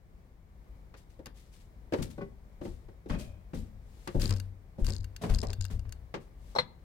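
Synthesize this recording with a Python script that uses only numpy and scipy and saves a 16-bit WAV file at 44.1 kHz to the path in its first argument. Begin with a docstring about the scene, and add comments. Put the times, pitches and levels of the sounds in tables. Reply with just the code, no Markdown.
"""A bricklayer's boots knock and scuff on gritty scaffold boards outdoors, a little to the left.
The shifting weight makes the boards sway and boom, squeak on their supports and click a loose fitting.
Along the way a hollow mortar tub is bumped, a scaffold tube is brushed and sleeves swish.
At the end a brick is set down and clinks against another.
Nearby walls echo faintly, and a distant rumble lies under it all."""
import sys
import numpy as np
from scipy import signal
from scipy.fft import rfft, irfft, next_fast_len
from scipy.io import wavfile
from scipy.ndimage import map_coordinates

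SR = 44100
rng = np.random.default_rng(int(sys.argv[2]) if len(sys.argv) > 2 else 0)


def store_pcm(level_fs):
    """Save levels as 16-bit WAV."""
    pcm = np.round(np.clip(level_fs, -1, 1) * 32767).astype(np.int16)
    wavfile.write(sys.argv[1], SR, np.atleast_2d(pcm).T)


N = 301644
T = np.arange(SR) / SR  # one second, the life of one sound

# A fade time (t60) is how long a sound takes to drop by 60 dB.
# distant rumble and hiss: (frequency [Hz], level [dB])
AIR_SPECTRUM = [(13, -50), (22, -14.5), (53, -5), (76, -16), (200, -24), (263, -30.5), (376, -32),
                (457, -32.5), (710, -36), (1170, -41.5), (1380, -45.5), (2260, -45), (2590, -52.5),
                (10900, -61), (16000, -58)]
# boots and loads landing: (time [s], knock [dB], softness = thud over knock [dB], crunch [dB])
LANDINGS = [(0.94, -54.5, -6.5, -52.5), (1.192, -44.5, -9, -64), (1.259, -54, 1, -50),
            (1.923, -30, -9, -41), (1.935, -25, -11, -33.5), (1.983, -41, 7.5, -49.5),
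            (2.179, -41, -1, -60), (2.212, -45, 4, -55.5), (2.613, -38, -4.5, -54.5),
            (2.651, -39.5, -0.5, -52), (2.885, -51.5, -5.5, -63), (3.059, -44.5, -2.5, -62),
            (3.096, -43, 11, -41), (3.138, -43.5, 4.5, -47), (3.532, -44.5, 9, -51.5),
            (4.073, -38.5, -4.5, -38), (4.146, -31.5, 3, -66), (4.228, -41, 6.5, -48),
            (4.305, -43, 2.5, -42.5), (4.781, -41.5, 5.5, -71), (4.880, -43, 3.5, -49),
            (5.213, -41.5, -0.5, -57), (5.235, -35.5, 4, -40.5), (5.292, -44, 10.5, -44.5),
            (5.428, -34.5, -3, -44), (5.494, -46, -5, -49), (5.699, -54.5, 13.5, -56),
            (5.851, -62, -8, -60), (6.14, -35, -6, -36)]
# the boards' higher resonances: (frequency [Hz], width [Hz], level [dB])
BOARD_RESONANCES = [(338, 52, 6.5), (401, 13.5, 3), (428, 28, 0.5), (567, 83, 1.5), (789, 88, -8),
                    (924, 80, -11), (1075, 105, -20.5), (1620, 87, -33)]
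# a dull thud: (frequency [Hz], level [dB])
THUD_SPECTRUM = [(40, -16), (90, -1.5), (170, 0), (230, -0.5), (340, -18), (600, -23), (1500, -71)]
# grit being crushed: (frequency [Hz], level [dB])
CRUNCH_SPECTRUM = [(300, -24), (800, 1.5), (1150, 3), (1350, -2.5), (1600, 0.5), (2300, -4), (3300, -10.5),
                   (5000, -15), (8000, -26), (16000, -53)]
# soles dragging over dry mortar: (time [s], length [s], level [dB])
SCUFFS = [(0.964, 0.22, -62), (1.091, 0.27, -70), (1.338, 0.62, -63.5), (1.51, 0.48, -64),
          (1.598, 0.19, -66.5), (1.927, 0.9, -61.5), (2.019, 0.12, -42), (2.099, 0.13, -55.5),
          (2.619, 0.52, -60), (3.082, 0.33, -56.5), (3.181, 0.3, -51), (3.532, 0.36, -55),
          (4.194, 0.4, -42.5), (4.782, 0.36, -63.5), (4.845, 0.28, -50.5), (5.212, 0.24, -48.5),
          (5.285, 0.33, -53), (5.429, 0.063, -47.5), (5.698, 0.23, -55), (6.196, 0.32, -69)]
# the hiss of rubbing: (frequency [Hz], level [dB])
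RUB_SPECTRUM = [(300, -9), (1200, -4.5), (2500, -1.5), (4500, -3), (8000, -4.5), (11000, -8),
                (16000, -15.5)]
# a loose fitting snapping under the shifting weight: (time [s], level [dB])
CLICKS = [(1.258, -44.5), (1.267, -49.5), (4.075, -41.5), (4.197, -44.5), (4.216, -39.5), (4.293, -40),
          (4.362, -50.5), (4.399, -42), (4.845, -43.5), (4.896, -45), (5.043, -47.5), (5.163, -43),
          (5.298, -44.5), (5.531, -40.5), (5.651, -41.5), (5.793, -54), (5.892, -56.5), (5.923, -43.5)]
# a click's bright edge: (frequency [Hz], level [dB])
SNAP_SPECTRUM = [(300, -20), (1200, -2.5), (2500, -1), (5000, -2), (8000, -3.5), (12000, -6.5),
                 (16000, -12)]
# the fitting's ringing tones: (frequency [Hz], level [dB], fade time [s])
FITTING_TONES = [(1552, 4, 0.032), (1690, -8.5, 0.056), (2027, -25, 0.06), (2777, 0.5, 0.039),
                 (3750, -13, 0.052), (4490, -0.5, 0.043), (4810, 2.5, 0.032), (5600, -19, 0.022),
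                 (6460, 2, 0.03), (7600, 3, 0.021), (10520, -0.5, 0.013)]
# the worker's weight bending the platform: (time [s], sway [dB], boom [dB])
LOADS = [(1.99, -26.5, -43), (2.683, -28.5, -44.5), (3.107, -19, -51), (3.571, -26, -41.5),
         (4.164, -12.5, -30), (4.232, -21, -25.5), (4.293, -25, -22), (4.820, -11, -37.5), (4.88, -34, -29),
         (5.304, -9, -29.5), (5.585, -22, -27), (5.735, -18, -34), (5.856, -28.5, -33)]
# the frame swaying: (frequency [Hz], level [dB], fade time [s])
SWAY_TONES = [(32.4, 3, 0.21), (48.2, -2, 0.2), (64.2, -6.5, 0.43)]
# a whole board booming: (frequency [Hz], level [dB], fade time [s])
BOOM_TONES = [(95, 1, 0.55), (142, -20, 0.082), (231.3, -22.5, 0.21)]
# the mortar tub bumped and nudged along: (time [s], level [dB])
TUB_BUMPS = [(2.181, -39), (2.208, -35.5), (2.220, -34), (6.143, -38)]
# the tub's ringing tones: (frequency [Hz], level [dB], fade time [s])
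TUB_TONES = [(394, -1.5, 0.21), (557.4, -5, 0.15), (774, -11.5, 0.097), (1113, -8.5, 0.12),
             (1495, -11, 0.064), (1982, -19.5, 0.18), (2430, -20, 0.088), (2824, -27, .07)]
# a scaffold tube brushed in passing: (time [s], level [dB])
TUBE_TOUCHES = [(3.105, -48), (3.190, -54.5)]
# that tube's resonances: (frequency [Hz], width [Hz], level [dB])
TUBE_RESONANCES = [(605, 57, 4), (2480, 71, -4), (3200, 82, -11), (3720, 97, -22)]
# sleeves swishing: (time [s], rise time [s], level [dB])
SWISHES = [(3.779, 0.4, -63.5), (6.359, 0.16, -66.5)]
# a loaded board slipping on its support: (time [s], level [dB])
SQUEAKS = [(4.219, -34), (4.256, -30), (4.307, -28.5), (4.338, -39.5), (4.866, -33.5), (4.904, -30),
           (4.935, -38), (4.964, -37), (5.008, -48.5), (5.347, -30.5), (5.388, -32), (5.416, -34.5),
           (5.47, -38), (5.503, -39), (5.610, -32.5), (5.642, -40)]
# the rasp of one slip: (frequency [Hz], level [dB])
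SLIP_SPECTRUM = [(2000, -16.5), (3400, -15.5), (4200, -4.5), (5000, -3), (5900, -12), (7000, -1.5),
                 (9000, -13), (11000, -23), (16000, -47.5)]
# a brick lands on its edge, drops flat, then hits its neighbour:
# (time [s], knock [dB], crack [dB], ring [dB], thud [dB])
BRICK_HITS = [(6.551, -34.5, -64, -46.5, -55), (6.560, -24.5, -45, -39, -44), (6.585, -24, -29.5, -22, -46)]
# the brick's ringing tones: (frequency [Hz], level [dB], fade time [s])
BRICK_TONES = [(1970, -10.5, 0.086), (2070, -5, 0.058), (3430, -13, 0.13), (3700, -11, 0.067),
               (3860, -2.5, 0.079), (4180, -8, 0.059), (4180, -5.5, 0.084), (4180, -4, 0.073),
               (4780, -19, .035), (5500, -33, .08), (7800, -29, 0.09)]
# the brick stack's resonances: (frequency [Hz], width [Hz], level [dB])
STACK_RESONANCES = [(499, 32, 4), (643, 115, -6.5), (800, 49, -4), (925, 71, -4.5), (1160, 120, -12),
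                    (1490, 190, -20.5)]
# fine clay ticks: (frequency [Hz], level [dB])
TICK_SPECTRUM = [(2000, -33), (4000, -16), (5650, 14), (6300, -12), (7900, 3), (9000, -20), (10500, -6),
                 (13000, -10), (16000, -10)]
# where the worker stands: (time [s], left ear louder by [dB], left ear earlier by [ms])
WORKER_PATH = [(1.0, 4.5, 0.24), (2.0, 4.5, 0.31), (4.1, 3.5, 0.31), (4.3, 2.5, 0.033), (6.2, 3, 0.13)]
# how the microphone's body scales those two gaps: (frequency [Hz], level [factor], lead [factor])
EAR_FACTORS = [(146, 1.5, 1), (570, 0.3, 1), (845, 1.35, 1.61), (2400, 0.6, 1.05), (4140, 1.57, 0.87),
               (8000, 0.78, 0.99)]
# how alike noise is at the two ears: (frequency [Hz], likeness [0 to 1])
EAR_LIKENESS = [(60, 0.94), (500, 0.61), (1500, 0.083), (4000, 0.1), (12000, 0.083)]
# the echo from the walls: (frequency [Hz], fade time [s])
ECHO_FADES = [(100, 0.6), (500, 0.49), (2000, 0.36), (4200, 0.36), (6000, 0.13), (14000, 0.35)]


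def amp(db):
    """Turns decibels into a number to multiply by."""
    return 10 ** (np.asarray(db) / 20)


def unit(x):
    """Scales a sound to an average power of 1."""
    return x / np.sqrt(np.mean(x ** 2) + 1e-20)


def along(points, hz):
    """Reads between (frequency, value) points on a log frequency scale."""
    frequencies, values = np.transpose(points)
    return np.interp(np.log(hz + 1), np.log(frequencies + 1), values)


def filtered(x, response):
    """Filters x; response(hz) says how each frequency is scaled and delayed."""
    size = x.shape[-1]
    padded = next_fast_len(size + 8192)
    hz = np.fft.rfftfreq(padded, 1 / SR)
    return irfft(rfft(x, padded) * response(hz), padded)[..., :size]


def colour(spectrum):
    """A filter that follows a spectrum table."""
    return lambda hz: amp(along(spectrum, hz))


def body(resonances):
    """A filter that favours an object's resonances, the pitches at which it shakes easily."""
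    return lambda hz: sum((-1) ** k * amp(db) * 1j * hz * width / (peak**2 - hz**2 + 1j * hz * width)
                          for k, (peak, width, db) in enumerate(resonances))


def noise(response, size=SR):
    """Filtered stereo noise, alike at both ears in the bass."""
    def shared_and_opposite(hz):
        angle = np.arccos(along(EAR_LIKENESS, hz)) / 2
        return response(hz) * np.array([np.cos(angle), np.sin(angle)])
    mid, side = filtered(rng.standard_normal((2, size)), shared_and_opposite)
    return unit(np.array([mid + side, mid - side]))


def wobble(rate, size=SR):
    """A smooth curve through `rate` random values a second."""
    return map_coordinates(rng.standard_normal(int(size * rate / SR) + 4), [np.arange(size) * rate / SR])


def swell(rise, t60):
    """A loudness shape that climbs to 1, then dies away; both times are in seconds."""
    return np.minimum(T / rise, 1) * amp(-60 * np.maximum(T - rise, 0) / t60)


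def burst(response, shape):
    """Many tiny contacts blur into noise with the outline and energy of `shape`."""
    return unit(noise(response) * shape) * np.sqrt(np.mean(shape ** 2))


def tap(resonances):
    """One clean tap on an object, with a peak of 1."""
    sound = filtered(1.0 * (T == 0), body(resonances))
    return sound / np.abs(sound).max()


def ring(tones, rise):
    """A struck object's fading tones, at slightly new strengths for each blow."""
    hz, db, t60 = np.transpose(tones)[:, :, None]
    gain = amp(db + rng.standard_normal(db.shape))
    waves = gain * amp(-60 * T / t60) * np.sin(2 * np.pi * hz * T)
    return waves.sum(0) * (1 - np.exp(-T / rise)) / np.linalg.norm(gain)


def add(track, time, sound):
    """Mixes a sound into a stereo track at a time in seconds."""
    part = track[:, max(round(time * SR), 0):][:, :SR]
    part += sound[..., :part.shape[1]]


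def place(x, left_db, lead_ms):
    """A sound on the left is louder and earlier in the left ear, by amounts scaled for each frequency."""
    ear, factors = np.array([[.5], [-.5]]), np.array(EAR_FACTORS)

    def response(hz):
        gain = amp(ear * left_db * along(factors[:, [0, 1]], hz))
        lead_s = ear * lead_ms * along(factors[:, [0, 2]], hz) / 1000
        return gain * np.exp(2j * np.pi * hz * lead_s)
    return filtered(x, response)


def from_worker(x, time):
    """Places a sound where the worker stands at that time."""
    times, left_db, lead_ms = np.transpose(WORKER_PATH)
    return place(x, np.interp(time, times, left_db), np.interp(time, times, lead_ms))


def distant_rumble(start_db=-53.5, growth_db_per_s=0.45):
    """The outdoor background wavers gently and slowly grows."""
    db = start_db + growth_db_per_s * np.arange(N) / SR + 0.92 * wobble(5.47, N)
    return place(amp(db) * noise(colour(AIR_SPECTRUM), size=N), left_db=3.0, lead_ms=0.22)


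def boot_knocks():
    """Each footfall taps the board, thuds and crushes grit; soft landings are slower and longer."""
    out = np.zeros((2, N))
    for time, knock_db, softness_db, crunch_db in LANDINGS:
        pitch = 1.282 if 5.1 < time < 6.0 else 1  # these steps land on a stiffer, higher board
        board = [(hz * pitch, width * pitch, db) for hz, width, db in BOARD_RESONANCES]
        slowness = 2 ** (softness_db / 16.5)  # 16.5 dB softer takes twice as long
        rise, t60 = 0.0037 * slowness, 0.2 * slowness
        hardness = min(0.0026 / rise, 1)  # a quick landing taps harder
        wood = amp(knock_db) * (amp(3) * hardness * tap(board) + burst(body(board), swell(rise, t60)))
        thud = amp(knock_db + softness_db) * burst(colour(THUD_SPECTRUM), swell(rise + 0.0019, t60 * 1.44))
        grains = amp(0.87 * wobble(576))
        crunch = amp(crunch_db) * burst(colour(CRUNCH_SPECTRUM), swell(rise * 0.68, t60 * 0.64) * grains)
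        add(out, time, from_worker(wood + thud + crunch, time))
    return out


def sole_scuffs():
    """Sand grains roll and break under a sliding sole, making a rough hiss."""
    out = np.zeros((2, N))
    for time, length, db in SCUFFS:
        grains = amp(2.1 * wobble(1200) + 0.78 * wobble(130))
        add(out, time, amp(db) * burst(colour(RUB_SPECTRUM), swell(0.061 * length, length) * grains))
    return place(out, left_db=5.5, lead_ms=0.248)


def fitting_clicks(rattle_db=-14, scatter_s=0.035):
    """The loose fitting snaps and rings briefly; each squeak of the board also rattles it faintly."""
    out = np.zeros((2, N))
    rattles = [(time + scatter_s * rng.uniform(-1, 1), db + rattle_db) for time, db in SQUEAKS]
    for time, db in CLICKS + rattles:
        snap = burst(colour(SNAP_SPECTRUM), swell(0.0013, 0.017))
        add(out, time, amp(db) * (amp(2) * snap + amp(2.5) * ring(FITTING_TONES, rise=0.0012)))
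    return place(out, left_db=5.5, lead_ms=0.039)


def platform_sway(rebound_s=0.168):
    """Weight sets the frame swaying and the board booming; both stir again as the frame springs back."""
    out = np.zeros((2, N))
    rebounds = [(time + rebound_s, sway_db - 13, sway_db - 23) for time, sway_db, _ in LOADS]
    for time, sway_db, boom_db in LOADS + rebounds:
        add(out, time, amp(sway_db) * ring(SWAY_TONES, rise=0.014))
        add(out, time, amp(boom_db) * ring(BOOM_TONES, rise=0.0054))
    return place(out, left_db=4.5, lead_ms=0.2)


def mortar_tub():
    """Light bumps make the hollow tub ring."""
    out = np.zeros((2, N))
    for time, db in TUB_BUMPS:
        add(out, time, amp(db) * ring(TUB_TONES, rise=0.0012))
    return place(out, left_db=5, lead_ms=0.15)


def scaffold_tube():
    """Rubbing stirs the tube into a rough, fading hum."""
    out = np.zeros((2, N))
    for time, db in TUBE_TOUCHES:
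        add(out, time, amp(db) * burst(body(TUBE_RESONANCES), swell(0.0092, 0.58)))
    return place(out, left_db=0, lead_ms=0.12)


def sleeve_swishes():
    """Cloth rubs as an arm swings, making a slow, smooth hiss."""
    out = np.zeros((2, N))
    for time, rise, db in SWISHES:
        add(out, time, amp(db) * burst(colour(RUB_SPECTRUM), swell(rise, t60=0.31)))
    return place(out, left_db=5.5, lead_ms=0.248)


def board_squeaks(pitch_hz=5000, slips=4, slip_s=0.0038, gap_s=0.018, loss_db=9.5):
    """The board sticks and slips on its support; each slip is a tiny rough chirp, weaker than the last."""
    out = np.zeros((2, N))
    for time, db in SQUEAKS:
        for k in range(slips):
            length = slip_s * np.exp(0.18 * rng.standard_normal())
            shape = swell(length * 0.35, length * 2.1)
            detune = np.exp(0.023 * rng.standard_normal())
            hz = pitch_hz * detune * np.exp(0.049 * wobble(700))
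            tone = np.sqrt(2) * np.sin(2 * np.pi * np.cumsum(hz) / SR) * shape
            rasp = burst(lambda f: colour(SLIP_SPECTRUM)(f / detune), shape)
            add(out, time, amp(db - k * loss_db) * (0.26 * tone + 0.47 * rasp))
            time += gap_s * np.exp(0.44 * rng.standard_normal())
    return place(out, left_db=16.5, lead_ms=0.15)


def brick_clink():
    """The stack gives a hollow knock; the hard clay cracks and chatters, roughening its brief ring."""
    out = np.zeros((2, N))
    clay = body([(hz, 110, db) for hz, db, _ in BRICK_TONES])  # each tone widened to 110 Hz
    for time, knock_db, crack_db, ring_db, thud_db in BRICK_HITS:
        clatter = burst(body(STACK_RESONANCES), swell(0.00086, 0.059))
        knock = amp(knock_db) * (amp(6.5) * tap(STACK_RESONANCES) + clatter)
        crack = amp(crack_db) * burst(colour(CRUNCH_SPECTRUM), swell(0.0035, 0.1))
        ticks = amp(-50) * burst(colour(TICK_SPECTRUM), swell(0.001, 0.11))
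        thud = amp(thud_db) * burst(colour(THUD_SPECTRUM), swell(0.013, 0.36))
        chatter = burst(clay, swell(0.0038, 0.068))
        clink = amp(ring_db) * (amp(0.2) * ring(BRICK_TONES, rise=0.00088) + amp(-3.5) * chatter)
        add(out, time, knock + crack + ticks + thud + clink)
    return place(out, left_db=4.5, lead_ms=0.2)


def wall_echo(x, rise_s=0.016):
    """Nearby walls throw the sound back, each frequency dying at its own speed."""
    hz, t, spectrum = signal.stft(rng.standard_normal((2, SR // 2)), SR, nperseg=256)
    fade = amp(-60 * t / along(ECHO_FADES, hz)[:, None])
    _, tail = signal.istft(spectrum * fade, SR, nperseg=256)
    tail *= np.minimum(T[:tail.shape[1]] / rise_s, 1)
    return signal.fftconvolve(x, tail / np.linalg.norm(tail[0]), axes=1)[:, :N]


def scene():
    """Mixes all the sounds; the work noises, squeaks and brick also echo faintly."""
    work = boot_knocks() + sole_scuffs() + sleeve_swishes()
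    work += fitting_clicks() + mortar_tub() + scaffold_tube()
    squeaks, brick = board_squeaks(), brick_clink()
    echo = wall_echo(amp(-17.5) * work + amp(-23) * squeaks + amp(-23.5) * brick)
    return work + squeaks + brick + platform_sway() + echo + distant_rumble()


def record(dry, top_hz=16200):
    """Steeply cuts off the very highest treble."""
    return filtered(dry, lambda hz: 1 / (1 + (hz / top_hz) ** 120))


dry = scene()
out = record(dry)
store_pcm(out)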